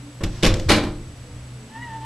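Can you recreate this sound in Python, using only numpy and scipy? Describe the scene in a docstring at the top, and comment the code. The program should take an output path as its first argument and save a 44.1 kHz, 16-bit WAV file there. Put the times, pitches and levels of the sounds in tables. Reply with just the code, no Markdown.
"""Over the low hum and hiss of a quiet room, a cat leaps at a glazed wooden door.
Each impact shoves the door, excites the modes of its wood and rattles pane and handle; claws tick
and paws slide down the glass. The cat lands, the floor thuds and clatters, and the room reverberates.
It walks off with soft footfalls and mews faintly, the overtones swelling as its mouth opens."""
import sys
import numpy as np
from scipy import signal
from scipy.fft import rfft, irfft
from scipy.io import wavfile
from scipy.ndimage import uniform_filter1d

SR = 44100
rng = np.random.default_rng(int(sys.argv[2]) if len(sys.argv) > 2 else 0)


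def generate_wav(signal):
    """Clip the signal to [-1, 1] and save it as 16-bit WAV at the path in sys.argv[1]."""
    frames = np.transpose(np.atleast_2d(signal))
    scaled = np.clip(frames, -1, 1) * 32767
    pcm = np.round(scaled).astype(np.int16)
    wavfile.write(sys.argv[1], SR, pcm)


N = 90404
DECAY_SAMPLES = 36000
SHOVE_RISE_S = 0.0056

# low modes of the floor (frequency [Hz], level [dB], t60 [s])
FLOOR_SWAY = [(31.94, -11, 1), (47.3, -12, 0.35), (70.85, -10, 0.96), (91.1, 0.5, 0.37),
              (110.6, -10.5, 0.22), (129, -14.5, .6)]


def door():
    """Impact excitation: the cat sets the door vibrating, and the loose pane and handle rattle."""
    # impacts (time [s], shove level [dB], knock level [dB], rattle level [dB])
    hits = [(.208, -30, -31, -44), (.213, -22, -34.5, -41), (.226, -19.5, -30.5, -56),
            (.237, -19.5, -27, -25), (.263, -15.5, -31.5, -38), (.427, -20, -61, -18.5),
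            (.432, -18, -19.5, -11), (.4375, -24, -15.5, -16.5), (.445, -13.5, -18.5, -12.5),
            (.451, -28, -25, -11), (.463, -9, -33, -12), (.469, -9, -20.5, -13.5), (.495, -17, -34.5, -28),
            (.503, -12, -22.5, -48), (.551, -12.5, -30, -45)]
    # low modes of the whole door (frequency [Hz], level [dB], t60 [s])
    sway = [(14, -3.5, 1), (30.6, -10, 0.26), (39, -6.5, .35), (53.3, -0.5, 0.068), (96.3, -5.5, 0.94),
            (112, -2.5, 0.083)]
    # modes of the wood (frequency [Hz], level [dB], t60 [s])
    modes = [(180.5, -4, 0.43), (210.5, -7.5, 0.24), (305, -3, 0.26), (323, -15, 0.9), (356, -12.5, 0.91),
             (447, -9, 0.12), (519, -15.5, 0.64), (581, -24.5, 0.49), (710, -33, 0.13), (813, -18.5, 0.21),
             (1106, -9, 0.063)]
    # resonances driven by the rattle (frequency [Hz], t60 before the cap [s], gain [dB])
    peaks = [(1342, .25, -10), (3521, 0.087, 6), (3920, 0.15, -9), (4060, 0.083, -1), (4786, 0.12, 0),
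             (5520, 0.28, 3), (5556, .15, 10)]
    # rattle spectrum (frequency [Hz], level [dB])
    spectrum = [(60, -25), (250, 10), (600, 7.5), (900, -8.5), (1500, -0.5), (3000, 2), (4500, -2),
                (7000, -7.5), (9000, -14.5), (12000, -16.5)]
    return impacts(hits, sway, modes, peaks, spectrum, t60=0.039, room_db=-14.5)


def landing():
    """Impact excitation: paws and body strike the floor, which rings in its damped modes."""
    # impacts (time [s], shove level [dB], knock level [dB], clatter level [dB])
    hits = [(.662, -13, -73, -77), (.686, -15.5, -29, -28), (.690, -17.5, -26, -15),
            (.695, -28, -31.5, -11.5), (.702, -22.5, -13, -9.5), (.7105, -15.5, -16, -18.5),
            (.717, -47, -19.5, -10.5), (.738, -21, -18, -22), (.762, -47, -27, -23),
            (.775, -26.5, -19, -27), (.836, -28, -25, -30.5), (.848, -28.5, -37.5, -36),
            (.868, -29.5, -28.5, -48), (.908, -25.5, -50, -67)]
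    # modes of the floor's wood (frequency [Hz], level [dB], t60 [s])
    modes = [(166.4, -20, 0.97), (217.5, -4.5, 0.19), (301, -6.5, 0.54), (343.1, -11.5, 0.49),
             (423, -22, 1), (465, -19, 0.39), (522, -13, 0.34), (601, -15, 0.31), (770, -15.5, 0.21),
             (820, -6.5, 0.12), (1020, -7, 0.14), (1173, -16.5, 0.24)]
    # resonances driven by the clatter (frequency [Hz], t60 before the cap [s], gain [dB])
    peaks = [(1840, 0.32, 2.7), (2070, 0.53, 2.3), (2270, 0.1, 2.3), (2380, 0.36, 1.7), (2900, 0.12, 3),
             (3155, 0.55, 2.7), (3918, 0.11, 3), (4145, 0.59, 2.6)]
    # clatter spectrum (frequency [Hz], level [dB])
    spectrum = [(60, 6), (250, 8), (600, -0.5), (1000, -1), (1500, 2), (2800, 0), (4300, 1), (5800, -6.5),
                (8000, -10), (12000, -16)]
    return impacts(hits, FLOOR_SWAY, modes, peaks, spectrum, t60=0.05, room_db=-8)


def impacts(hits, sway, modes, peaks, spectrum, t60, room_db):
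    """Superposition: each blow adds a shove, a knock and a clatter that drives high resonances."""
    # spectrum of a knock's dull core (frequency [Hz], level [dB])
    thump_spectrum = [(60, 6), (170, -32), (320, 9), (430, -11), (570, 1), (720, -11), (1200, -9.5),
                      (3000, -23), (12000, -75)]
    body, clatter = np.zeros((2, 2, N))
    shove, knock = ring(sway, SHOVE_RISE_S), ring(modes, rise_s=0.00033)
    for s, shove_db, knock_db, clatter_db in hits:
        thump = amp(-0.5) * contact(thump_spectrum, t60=0.13, room_db=-20)
        add(body, s, amp(shove_db) * shove + amp(knock_db) * (knock + thump))
        add(clatter, s, amp(clatter_db) * contact(spectrum, t60, room_db))
    for hz, peak_t60, db in peaks:
        q = np.pi * hz * min(peak_t60, 0.3) / np.log(1000)  # t60 capped at 0.3 s
        body += amp(db) * signal.lfilter(*signal.iirpeak(hz, q, fs=SR), clatter)
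    return body + clatter


def contact(spectrum, t60, room_db):
    """Exponential decay: a collision radiates a noise burst, followed by the room's reverberation."""
    t = np.arange(DECAY_SAMPLES) / SR
    direct = noise(spectrum, DECAY_SAMPLES) * amp(-60 * t / t60) * onset(t, rise_s=0.0005)
    return direct + amp(room_db) * room_tail(spectrum) * onset(t, rise_s=0.0033)


def ring(modes, rise_s):
    """Modal vibration: a struck object sounds as a sum of damped sinusoids."""
    t = np.arange(DECAY_SAMPLES) / SR
    partials = (amp(db - 60 * t / t60) * np.sin(2 * np.pi * hz * t) for hz, db, t60 in modes)
    return onset(t, rise_s) * sum(partials)


def claws():
    """Impact and friction: claws tick on glass and handle, and paws scrape down the pane."""
    # claw strikes (time [s], level [dB])
    ticks = [(.2355, -20), (0.2389, -19), (0.2444, -22), (0.4258, -24), (.433, -37), (0.4456, -28),
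             (.464, -28), (0.479, -14.5), (.540, -15), (0.543, -31), (0.569, -28), (0.5972, -20)]
    # tick spectrum (frequency [Hz], level [dB])
    tick_spectrum = [(200, 29), (1000, 7.5), (2000, 14.5), (4000, 11.5), (6000, 10.5), (7600, 10),
                     (9000, -2), (12000, -0.5)]
    # paw slides (time [s], duration [s], level [dB])
    slides = [(0.282, 0.18, -45.5), (0.51, 0.24, -47.5)]
    # friction spectrum (frequency [Hz], level [dB])
    slide_spectrum = [(200, -10), (1000, -2), (3000, -7), (5500, -2.5), (8000, -17), (12000, -22)]
    out = np.zeros((2, N))
    for s, db in ticks:
        add(out, s, amp(db) * contact(tick_spectrum, t60=0.022, room_db=-20))
    for s, duration, db in slides:
        add(out, s, amp(db) * swell(noise(slide_spectrum, DECAY_SAMPLES), duration))
    return out


def footfalls():
    """Soft contact: a gently applied force excites only the floor's low modes."""
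    # steps (time [s], level [dB])
    steps = [(1.045, -31.5), (1.185, -37), (1.315, -31.5), (1.386, -36.5), (1.855, -39)]
    out, shove = np.zeros((2, N)), ring(FLOOR_SWAY, SHOVE_RISE_S)
    for s, db in steps:
        add(out, s, amp(db) * shove)
    return out


def mew():
    """Voiced sound: a harmonic series with some rasp, whose overtones swell as the mouth opens."""
    # course of the call (time [s], pitch [Hz], level [dB], overtone gain [dB])
    call = [(1.699, 843, -50, -6), (1.735, 890, -50, -2), (1.761, 897, -37, -3), (1.801, 946, -43.5, -0.5),
            (1.83, 967, -44.5, 11.5), (1.87, 946, -39, -3.5), (1.901, 895, -38.5, -6.5),
            (1.94, 894, -35.5, -11), (1.969, 903, -35, -20), (2.004, 885, -51, -5),
            (2.017, 886, -36.5, -24), (2.05, 899, -36.5, -14)]
    # harmonics from the fundamental up (level [dB])
    harmonics = [1.5, 1.5, -12.5, -22]
    # rasp spectrum (frequency [Hz], level [dB])
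    rasp_spectrum = [(200, -30), (900, 5), (1500, -2.5), (1900, 3.5), (2400, -12), (3000, -1), (4000, -9.5),
                     (5500, -14), (12000, -26)]
    t = np.arange(N) / SR
    s, hz, db, mouth_db = np.transpose(call)
    phase = wavering_phase(np.interp(t, s, hz), wander=0.0051)
    flutter = 1 + 0.26 * drift(samples=150)
    mouth = amp(np.interp(t, s, mouth_db)) * flutter
    voice = sum(amp(level) * (mouth if k > 1 else 1) * np.sin(k * phase)
                for k, level in enumerate(harmonics, 1))
    rasp = amp(-12.5) * noise(rasp_spectrum, N)
    voice = (voice + rasp) * amp(np.interp(t, s, db, left=-120))
    tail = room_tail([(100, 0), (12000, 0)])  # flat spectrum
    reverberation = signal.fftconvolve(voice, tail / np.linalg.norm(tail[0]), axes=1)[:, :N]
    return voice + amp(-13) * reverberation


def room_tail(spectrum):
    """Reverberation: each band of the diffuse field dies away at its own rate."""
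    # reverberation time (frequency [Hz], t60 [s])
    room_t60 = [(100, 1), (350, 0.62), (800, 0.55), (2000, 0.33), (4500, 0.32), (7000, 0.27), (12000, 0.21)]
    hz, t, bands = signal.stft(noise(spectrum, DECAY_SAMPLES), SR, nperseg=256)
    decay = amp(-60 * t / read(room_t60, hz)[:, None])
    return signal.istft(bands * decay, SR, nperseg=256)[1][:, :DECAY_SAMPLES]


def background():
    """Ambient noise: hiss, a wavering hum, faint passing tones and two close high tones that beat."""
    # hiss spectrum (frequency [Hz], level [dB])
    hiss_spectrum = [(20, -18), (65, -16.5), (90, -19), (170, -13), (290, -14), (350, -24), (500, -20.5),
                     (800, -25.5), (2500, -29), (6300, -34.5), (9000, -37.5), (12000, -42)]
    # hum envelope (time [s], level [dB])
    hum_level = [(0, -33.5), (.1, -46), (.2, -33.5), (.9, -36.5), (1.05, -37), (1.121, -41.5),
                 (1.22, -35.5), (1.29, -44), (1.36, -36), (1.571, -34.5), (1.66, -41.5), (1.74, -52),
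                 (1.80, -33), (1.85, -39.5), (1.92, -37), (2.05, -33)]
    # beating pair (frequency [Hz], level [dB])
    whine = [(7854, -58), (7881, -61)]
    # passing low tones (time [s], duration [s], frequency [Hz], level [dB])
    tones = [(0, 0.15, 286.6, -39), (1.22, 0.13, 490, -48.5), (1.245, 0.2, 297.5, -46),
             (1.523, 0.18, 438, -52), (1.548, 0.29, 225.5, -43.5), (1.73, 0.16, 257.2, -41),
             (1.873, 0.23, 296.7, -46.5), (1.91, 0.08, 455, -50.5)]
    out = amp(-45) * noise(hiss_spectrum, N, coherence=[(300, 0.99), (2000, 0.42), (12000, 0.42)])
    phase = wavering_phase(hz=123, wander=0.035)
    hum = np.sin(phase) + amp(-11.5) * np.sin(phase / 2)  # with the octave below
    out += amp(np.interp(np.arange(N) / SR, *np.transpose(hum_level))) * hum
    out += sum(amp(db) * np.sin(wavering_phase(hz, wander=0.00103)) for hz, db in whine)
    for s, duration, hz, db in tones:
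        add(out, s, amp(db) * swell(np.sin(wavering_phase(hz, wander=0.035)), duration))
    return out


def noise(spectrum, size, coherence=None):
    """Partial coherence: coloured stereo noise of rms 1, mixed from a common and an opposed part."""
    # likeness of left and right (frequency [Hz], coherence [0-1])
    usual_coherence = [(100, 1), (300, .999), (700, 0.95), (1400, 0.92), (2800, 1), (5500, 0.36),
                       (9000, 0.63), (12000, 0.78)]
    hz = np.fft.rfftfreq(size, 1 / SR)
    likeness = read(coherence or usual_coherence, hz)
    mid, side = rfft(rng.standard_normal((2, size)))
    mid, side = mid * np.sqrt(1 + likeness), side * np.sqrt(1 - likeness)
    return unit(irfft(np.array([mid + side, mid - side]) * amp(read(spectrum, hz)), size))


def wavering_phase(hz, wander):
    """Frequency modulation: the phase of a tone whose pitch strays by the rms fraction wander."""
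    return 2 * np.pi * np.cumsum(hz * (1 + wander * drift(samples=300))) / SR


def drift(samples):
    """Low-pass filtering: a moving average turns white noise into a slower fluctuation."""
    return unit(uniform_filter1d(rng.standard_normal(N), size=samples))


def swell(sound, duration):
    """Amplitude modulation: the sound rises and falls under half a sine wave."""
    envelope = np.sin(np.pi * np.arange(0, duration, 1 / SR) / duration)
    return envelope * sound[..., :len(envelope)]


def onset(t, rise_s):
    """Exponential rise with time constant rise_s."""
    return 1 - np.exp(-t / rise_s)


def amp(db):
    """Decibels to amplitude ratio."""
    return 10 ** (np.asarray(db) / 20)


def unit(x):
    """Normalisation to rms 1."""
    return x / np.sqrt(np.mean(x ** 2) + 1e-20)


def read(points, hz):
    """Interpolation on a log-frequency axis."""
    f, value = np.transpose(points)
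    return np.interp(np.log(hz + 1), np.log(f + 1), value)


def add(mix, s, sound):
    """Superposition of a sound on the mix from time s."""
    part = mix[:, round(s * SR):][:, :sound.shape[-1]]
    part += sound[..., :part.shape[1]]


def scene():
    """Superposition: the sound pressures of all sources add."""
    return door() + landing() + claws() + footfalls() + mew() + background()


def record(dry):
    """Band limiting and saturation: the microphone drops the deepest sway, rounds peaks, cuts treble."""
    low_cut_hz, ceiling, high_cut_hz = 12, 0.85, 11950
    dry = signal.lfilter(*signal.butter(2, low_cut_hz, "high", fs=SR), dry)
    rounded = dry / (1 + (dry / ceiling) ** 4) ** 0.25
    low_pass = signal.firwin(401, high_cut_hz, window=("kaiser", 9), fs=SR)
    return signal.oaconvolve(rounded, low_pass[None], "same")


dry = scene()
out = record(dry)
generate_wav(out)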